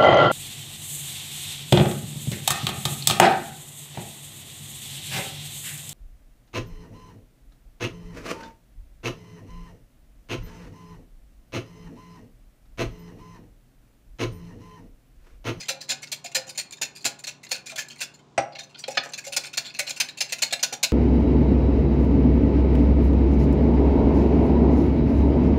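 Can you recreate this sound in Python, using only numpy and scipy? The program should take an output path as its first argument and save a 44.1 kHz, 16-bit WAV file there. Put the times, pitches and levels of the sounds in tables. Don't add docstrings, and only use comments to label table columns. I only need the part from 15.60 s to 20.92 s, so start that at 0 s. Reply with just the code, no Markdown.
import sys
import numpy as np
from scipy import signal
from scipy.fft import rfft, irfft
from scipy.io import wavfile
from scipy.ndimage import uniform_filter1d

SR = 44100
rng = np.random.default_rng(int(sys.argv[2]) if len(sys.argv) > 2 else 0)


def pcm_store(signal):
    levels = np.round(np.clip(np.atleast_2d(signal), -1, 1) * 32767)
    wavfile.write(sys.argv[1], SR, levels.astype(np.int16).T)


def undo_db(level):
    steps = np.asarray(level, float) / 20
    return 10 ** steps


N = 234645


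def evened(x):
    return x / np.sqrt(np.mean(x ** 2) + 1e-20)


def read(points, hz):
    f, value = np.transpose(points)
    return np.interp(np.log(hz + 1), np.log(f + 1), value)


def add(mix, s, sound):
    part = mix[max(round(s * SR), 0):][:len(sound)]
    part += sound[:len(part)]


def causal(db):
    log_gain = np.log(undo_db(np.maximum(db, -100)))
    full = np.r_[log_gain, log_gain[-2:0:-1]]
    minimum_phase = np.exp(np.conj(signal.hilbert(full)))
    return np.fft.ifft(minimum_phase).real


def ring(modes, spot_db, detune, size):
    hz, db, t60 = np.transpose(modes)[:, :, None]
    t = np.arange(size) / SR
    luck = rng.standard_normal((len(modes), 3))
    cycles = hz * (1 + detune * luck[:, 2:]) * t
    level_db = db + spot_db * luck[:, :1] - 60 * t / np.clip(t60, .005, 2)
    waves = undo_db(level_db) * np.sin(2 * np.pi * cycles)
    build = 1 - np.exp(-cycles / 2.14)
    sign = np.sign(luck[:, 1:2])
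    return (sign * build * waves).sum(0)


def patter(length, per_s, spread_db, rise, size):
    t = np.arange(size) / SR
    luck = rng.random((size, 3))
    hit = luck[:, 0] < per_s / SR
    hit[0] = True
    sizes = undo_db(-spread_db * np.log(np.maximum(luck[:, 1], .05)))
    signs = np.sign(luck[:, 2] - .5)
    swell = 1 - 0.59 * np.exp(-t / max(rise, 1e-4))
    fade = np.exp(-(t / max(length, .001)) ** 1.94)
    return hit * sizes * signs * swell * fade


def peaked(x, db):
    loudest = np.sqrt(uniform_filter1d(x ** 2, 130).max())
    return x * undo_db(db) / loudest


# frequency in Hz, relative density in dB per Hz.
ROOM_TONE = [(30, 18), (50, 7), (100, -4), (190, 5), (300, 5), (500, -4), (1000, -1.5), (1700, -16.5),
             (3500, -16.5), (7000, -21), (10000, -36.5), (16000, -48)]
# frequency in Hz, middle rms level in dB.
APPLIANCE_TONES = [(120.1, -68.5), (144.5, -62.5), (180, -71), (240, -74), (399.3, -70)]
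ROOM_TONE_DB = -53.5


def hum():
    hz, t = np.fft.rfftfreq(N, 1 / SR), np.arange(N) / SR
    spectrum = rfft(rng.standard_normal(N)) * undo_db(read(ROOM_TONE, hz))
    out = undo_db(ROOM_TONE_DB) * evened(irfft(spectrum, N))
    for f, db in APPLIANCE_TONES:
        waver = evened(uniform_filter1d(rng.standard_normal(N), size=9000))
        phase = 2 * np.pi * (f * t + rng.random()) + .3 * waver
        out += np.sqrt(2) * undo_db(db + 1.5 * waver) * np.sin(phase)
    return out


# start in seconds,
# peak short-time level in dB, main ring in Hz, treble tint in dB, clatter length in seconds.
WIRE_CONTACTS = [(0.001, -34, 5020, -7, .021), (0.026, -39, 2070, -2, 0.02), (0.084, -21, 3990, -3, 0.025),
                 (0.206, -33.5, 4050, -0.5, 0.03), (0.285, -42, 2040, -17, 0.0064),
                 (0.292, -22, 7170, -6, .027), (0.419, -44, 6900, 4, 0.0083), (0.428, -35, 2140, -3, 0.016),
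                 (0.471, -41.5, 4570, -5, 0.009), (0.517, -26, 4270, 1, .02),
                 (0.642, -35, 6980, 1.5, 0.025), (0.658, -36, 2370, -6, .012),
                 (0.747, -19, 4170, -1.5, .024), (0.868, -41, 6900, 1, 0.025),
                 (0.892, -34.5, 4880, 2, .013), (0.976, -25, 7080, -2, 0.026),
                 (1.108, -39, 7120, 1, 0.0063), (1.122, -35.5, 6800, -3, 0.016),
                 (1.171, -46.5, 6960, -8, .014), (1.214, -21.5, 6970, -2, 0.026),
                 (1.352, -38.5, 4840, -1, 0.032), (1.407, -45.5, 4400, 0, .025),
                 (1.444, -29.5, 7160, -10, 0.0031), (1.45, -18, 7080, -3, 0.023),
                 (1.589, -42, 7200, 3, 0.018), (1.638, -33, 4340, -2, 0.015),
                 (1.669, -28.5, 4270, -4, 0.014), (1.683, -33, 2620, -4, 0.019),
                 (1.831, -41, 2060, 2, 0.021), (1.867, -42.5, 4300, -19, 0.0029),
                 (1.89, -46, 4300, 10, 0.023), (1.912, -20.5, 4270, -1, 0.018),
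                 (1.939, -33, 2650, -1, 0.033), (2.059, -35, 6860, -2.5, 0.029),
                 (2.095, -34.5, 2410, -2.5, 0.023), (2.158, -32, 3420, 0, 0.0085),
                 (2.177, -24.5, 1700, -1, 0.032), (2.285, -39.5, 7400, 7, .003), (2.3, -38, 3130, -5, .028),
                 (2.379, -51, 2020, 9, 0.033), (2.405, -24, 2620, -1, .026), (2.539, -49, 7100, -2, 0.018),
                 (2.923, -47, 4830, -18, .009), (2.951, -36, 2720, -20.5, .014),
                 (2.985, -32.5, 3730, -11.5, 0.026), (3.095, -54, 2700, -3.5, .03),
                 (3.145, -42, 3200, -28, 0.0133), (3.17, -46.5, 5000, -12, 0.026),
                 (3.186, -39.5, 4650, 4, 0.029), (3.238, -28.5, 3240, -23, 0.0056),
                 (3.279, -33, 2520, -1, 0.0075), (3.307, -38.5, 5700, -1, 0.017),
                 (3.341, -43, 2560, -14, .021), (3.372, -15.5, 1690, -27.5, 0.0097),
                 (3.431, -37.5, 1850, -1.5, 0.032), (3.52, -45, 6300, -6, .013),
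                 (3.534, -30, 6420, -6.5, 0.014), (3.577, -31, 2410, 0, 0.017),
                 (3.64, -37, 2180, -1, 0.026), (3.664, -34.5, 7100, 0, 0.021), (3.722, -29, 2620, -2, .027),
                 (3.764, -18, 5200, -1, .013), (3.836, -34.5, 2340, -5, .012), (3.851, -35, 2470, -4, .025),
                 (3.93, -33, 2580, -4, .023), (3.972, -19.5, 4400, -2, 0.015),
                 (4.045, -35, 3480, -8, 0.035), (4.097, -40.5, 4670, -15, .014),
                 (4.14, -35.5, 2600, -8, 0.03), (4.189, -19.5, 2244, 1, .016),
                 (4.267, -27.5, 4070, -9, .023), (4.292, -28.5, 2470, 4, 0.011),
                 (4.306, -25.5, 6950, -3, 0.0042), (4.363, -36, 2700, -2, 0.015),
                 (4.4, -17, 2440, -1.5, 0.015), (4.485, -32.5, 3830, -8, 0.017),
                 (4.572, -34.5, 2650, -2, .022), (4.605, -19, 5120, -3.5, 0.017),
                 (4.69, -38, 2620, -7, 0.025), (4.722, -23, 2570, -1.5, .014),
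                 (4.783, -33.5, 2590, -3, 0.014), (4.82, -16.5, 4310, -2.5, .019),
                 (4.907, -34, 3390, -11, 0.015), (4.925, -18.5, 3730, -4, 0.013),
                 (4.992, -35.5, 2760, -12, 0.012), (5.028, -16, 5840, -3, 0.017),
                 (5.125, -27.5, 5700, -1.5, 0.019), (5.229, -15.5, 4010, -0.5, .019)]
# mode in Hz, level in dB, t60 in seconds, both before the
GLASS_WALL = [(1465, -12, 0.051), (1742, 1, 0.013), (2180, -5, 0.027), (2470, 0, 0.027), (2712, -1, 0.027),
              (3093, -6, 0.029), (3500, -11, 0.12), (3763, 3, 0.012), (4240, 7, 0.0073), (4270, 4, 0.028),
              (4670, -3, 0.0074), (4982, -5, 0.043), (5200, -25, 0.097), (5600, -13, 0.15),
              (6130, 3.5, 0.016), (6870, 11.5, 0.0061), (7120, 5, 0.0097), (7420, 3, 0.013),
              (8150, -17.5, 0.018), (8640, -5.5, 0.016), (9330, -3, 0.0092), (9960, -16, 0.012),
              (11700, -21, 0.019)]
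# frequency in Hz, relative density in dB per Hz.
WIRE_TICK = [(180, -11), (300, -71), (532, 4), (1100, -5.5), (1370, -9.5), (2470, 8.5), (3020, 0),
             (4300, -3.5), (4760, 4), (7250, -3), (14200, -9.5), (15700, -13.5), (16800, -146)]
LOW_DB, LOW_DB_PER_OCTAVE = -2.5, 1.5


def strokes():
    out, hz = np.zeros(N), np.fft.rfftfreq(4096, 1 / SR)
    tick = evened(causal(read(WIRE_TICK, hz))[:2048])
    for s, db, note_hz, high_db, length in WIRE_CONTACTS + grazes():
        low_db = LOW_DB + LOW_DB_PER_OCTAVE * np.log2(4300 / note_hz)
        force = np.clip((db + 45.5) / 25, 0, 1)
        clatter = 0
        for late in np.linspace(0, 1, num=6):
            tilt_db = 7.5 * (.5 - late)
            wall = [(f, level + tilt_db * np.log2(f / 4300), min(t60, .07)) for f, level, t60 in GLASS_WALL]
            glass = evened(ring(wall, 10.5 - 5 * force, 0.026, size=2048))
            train = patter(length, 70 + 430 * force ** 1.5, 3.1, 0.00063, size=4096)
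            train = np.roll(train, round(.25 * late * length * SR))
            contact = glass + undo_db(-10.5 + 7.25 * force) * tick
            clatter = clatter + signal.oaconvolve(train, contact)
        shiver = patter(99, 1500, 1.7, length, size=4096)
        shiver *= undo_db(-60 * np.arange(4096) / SR / 0.13)
        clatter = evened(clatter) + undo_db(-15) * evened(signal.oaconvolve(shiver, tick))
        tint = causal(read([(2100, low_db), (4300, 0), (8500, high_db)], hz))[:512]
        clatter = signal.oaconvolve(clatter, tint)[:6000]
        note = ring([(note_hz, 0, .021)], 0, 0, size=2048)
        note = signal.oaconvolve(patter(length, 300, 1.0, 0.0029, size=4096), note)[:6000]
        stroke = evened(clatter) + undo_db(-3.0 - 4.6 * force) * evened(note)
        add(out, s, peaked(stroke, db))
    return out


# frequency in Hz, t60 in seconds.
ROOM_DECAY = [(150, 0.26), (600, 0.54), (2000, 0.31), (5000, 0.23), (9000, 0.18), (15000, 0.15)]


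def room(x):
    at = np.arange(120, SR // 2 - 20, 20)
    out = np.zeros(N)
    turn = 2 * np.pi * 2.7 * np.arange(N) / SR
    for k in range(3):
        taps = np.zeros(SR // 2)
        taps[at + rng.integers(0, 20, len(at))] = rng.choice([-1., 1.], len(at))
        hz, t, bands = signal.stft(taps, SR, nperseg=256)
        decay = undo_db(-60 * t / read(ROOM_DECAY, hz)[:, None])
        tail = signal.istft(bands * decay, SR, nperseg=256)[1]
        share = np.sqrt(2 / 3) * np.cos(turn + k * np.pi / 3)
        out += signal.fftconvolve(x * share, tail / np.linalg.norm(tail))[:N]
    return out


HARD_DB = -27.2
GRAZE_DB, GRAZE_SPREAD_DB, GRAZE_S = -45.5, 3, .016
LEAD_S, TRAIL_S = (0.011, .035), (0.043, .07)
LEAD_SHARE, TRAIL_SHARE = .7, .3


def grazes():
    rows = []
    luck = rng.random((len(WIRE_CONTACTS), 5))
    for (s, db, *_), (keep, when, size, spot, tone) in zip(WIRE_CONTACTS, luck):
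        hard = db > HARD_DB
        (first, last), side = (LEAD_S, -1) if hard else (TRAIL_S, 1)
        if keep < (LEAD_SHARE if hard else TRAIL_SHARE):
            start = s + side * (first + when * (last - first))
            level = min(GRAZE_DB + GRAZE_SPREAD_DB * (2 * size - 1), db - 8)
            note_hz = GLASS_WALL[int(2 + 16 * spot)][0]
            rows.append((start, level, note_hz, 3 - 10 * tone, GRAZE_S))
    return rows


SHAKE_DB, SHAKE_HZ, SHAKE_HARD_DB, SHAKE_T60 = -27, (520, 915), -1, 0.2


def shakes():
    rows = []
    low_hz, high_hz = SHAKE_HZ
    for (s, db, *_), u in zip(WIRE_CONTACTS, rng.random(len(WIRE_CONTACTS))):
        if db > HARD_DB:
            note_hz = low_hz * (high_hz / low_hz) ** u ** 2
            rows.append((s + 0.002036, db + SHAKE_DB, note_hz, SHAKE_HARD_DB, SHAKE_T60))
    return rows


# start in seconds,
# peak short-time level in dB, main note in Hz, hardness in dB, t60 of that note in seconds.
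JUG_KNOCKS = [(0.098, -34, 535, -24, .16), (0.318, -42.5, 770, -6, 0.15), (0.645, -38, 706, -15.5, 0.07),
              (0.768, -33, 523.6, -20, 0.13), (0.869, -48.5, 764, -5, 0.17), (1.214, -36, 920, -7.5, .06),
              (1.452, -30.5, 774, -3, 0.036), (1.913, -39.5, 520, -28, 0.13), (2.121, -42.5, 642, -6, 0.17),
              (2.778, -19, 2120, 1, 0.034), (2.78, -14, 654, -12, 0.045), (2.788, -37, 640, 3, 0.036),
              (3.281, -26, 520, -25.5, 0.034), (3.373, -24, 1257, -18, 0.03), (3.459, -37.5, 536, -5, 0.03),
              (3.668, -35, 561, -31, 0.17), (3.766, -35, 546, -6.5, 0.036), (4.192, -41, 576, -18, 0.16),
              (4.3, -45.5, 683, -7, 0.071), (4.924, -30.5, 698, -14.5, 0.037),
              (5.125, -33, 674, -18, 0.016)]
# mode in Hz, level in dB before the hardness, t60 in seconds before the hold.
JUG_AND_COUNTER = [(131.4, -3, 0.19), (253.2, 1, 0.16), (334.4, -5, 0.13), (402, -14, 0.1),
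                   (480, -9, 0.031), (524.8, -9, 0.24), (561, -5.5, 0.18), (627, -10.5, 0.053),
                   (689, -2, 0.12), (774, -5.5, 0.2), (828, -11, 0.24), (1008, -5.5, 0.1),
                   (1329, -5.5, 0.15), (1580, -19, 0.037), (1704, -5, 0.055), (2180, -6, 0.021),
                   (2840, -3.5, 0.04), (4340, -35.5, 0.08), (5700, -24, 0.52), (5750, -15.5, 0.059),
                   (5825, -13, 0.19), (8070, -11.5, .08)]
# frequency in Hz, relative density in dB per Hz.
KNOCK_CRACK = [(150, -24), (300, -13), (670, -11), (1050, -17), (2300, -13.5), (3300, -26), (6000, -26),
               (9000, -46), (16000, -65)]


def knocks():
    out, hz = np.zeros(N), np.fft.rfftfreq(2048, 1 / SR)
    crack = causal(read(KNOCK_CRACK, hz))[:1024]
    for s, db, note_hz, hard_db, note_t60 in JUG_KNOCKS + shakes():
        held = np.sqrt(note_t60 / 0.1)
        modes = [(note_hz, 1.5, note_t60)]
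        for f, level, t60 in JUG_AND_COUNTER:
            wake_db = hard_db * (.4 if 400 < f < 1000 else 1)
            modes.append((f, level + wake_db, held * t60))
        body = ring(modes, 1.0, 0.0088, size=12000)
        add(body, 0, undo_db(10.5 + hard_db) * crack / abs(crack).max())
        rumble = rng.standard_normal(12000) * undo_db(-60 * np.arange(12000) / SR / 0.1)
        rumble = evened(signal.oaconvolve(rumble, crack)[:12000])
        add(body, 0, undo_db(-15.0 + 1.2 * hard_db) * rumble)
        add(out, s, peaked(body, db))
    return out


def scene():
    background = hum()
    jug = strokes() + knocks()
    return (jug + undo_db(-11.5) * room(jug) + background)[None]


def roll_off(x):
    return signal.sosfilt(signal.butter(12, 16990, fs=SR, output="sos"), x)


def record(dry):
    bass_cut = signal.butter(4, 75, "high", fs=SR, output="sos")
    thin = signal.sosfilt(bass_cut, dry)
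    top_cut = signal.firwin(255, 16700, fs=SR)
    thin = signal.oaconvolve(thin, top_cut[None], "same")
    return roll_off(thin)


dry = scene()
out = record(dry)
pcm_store(out)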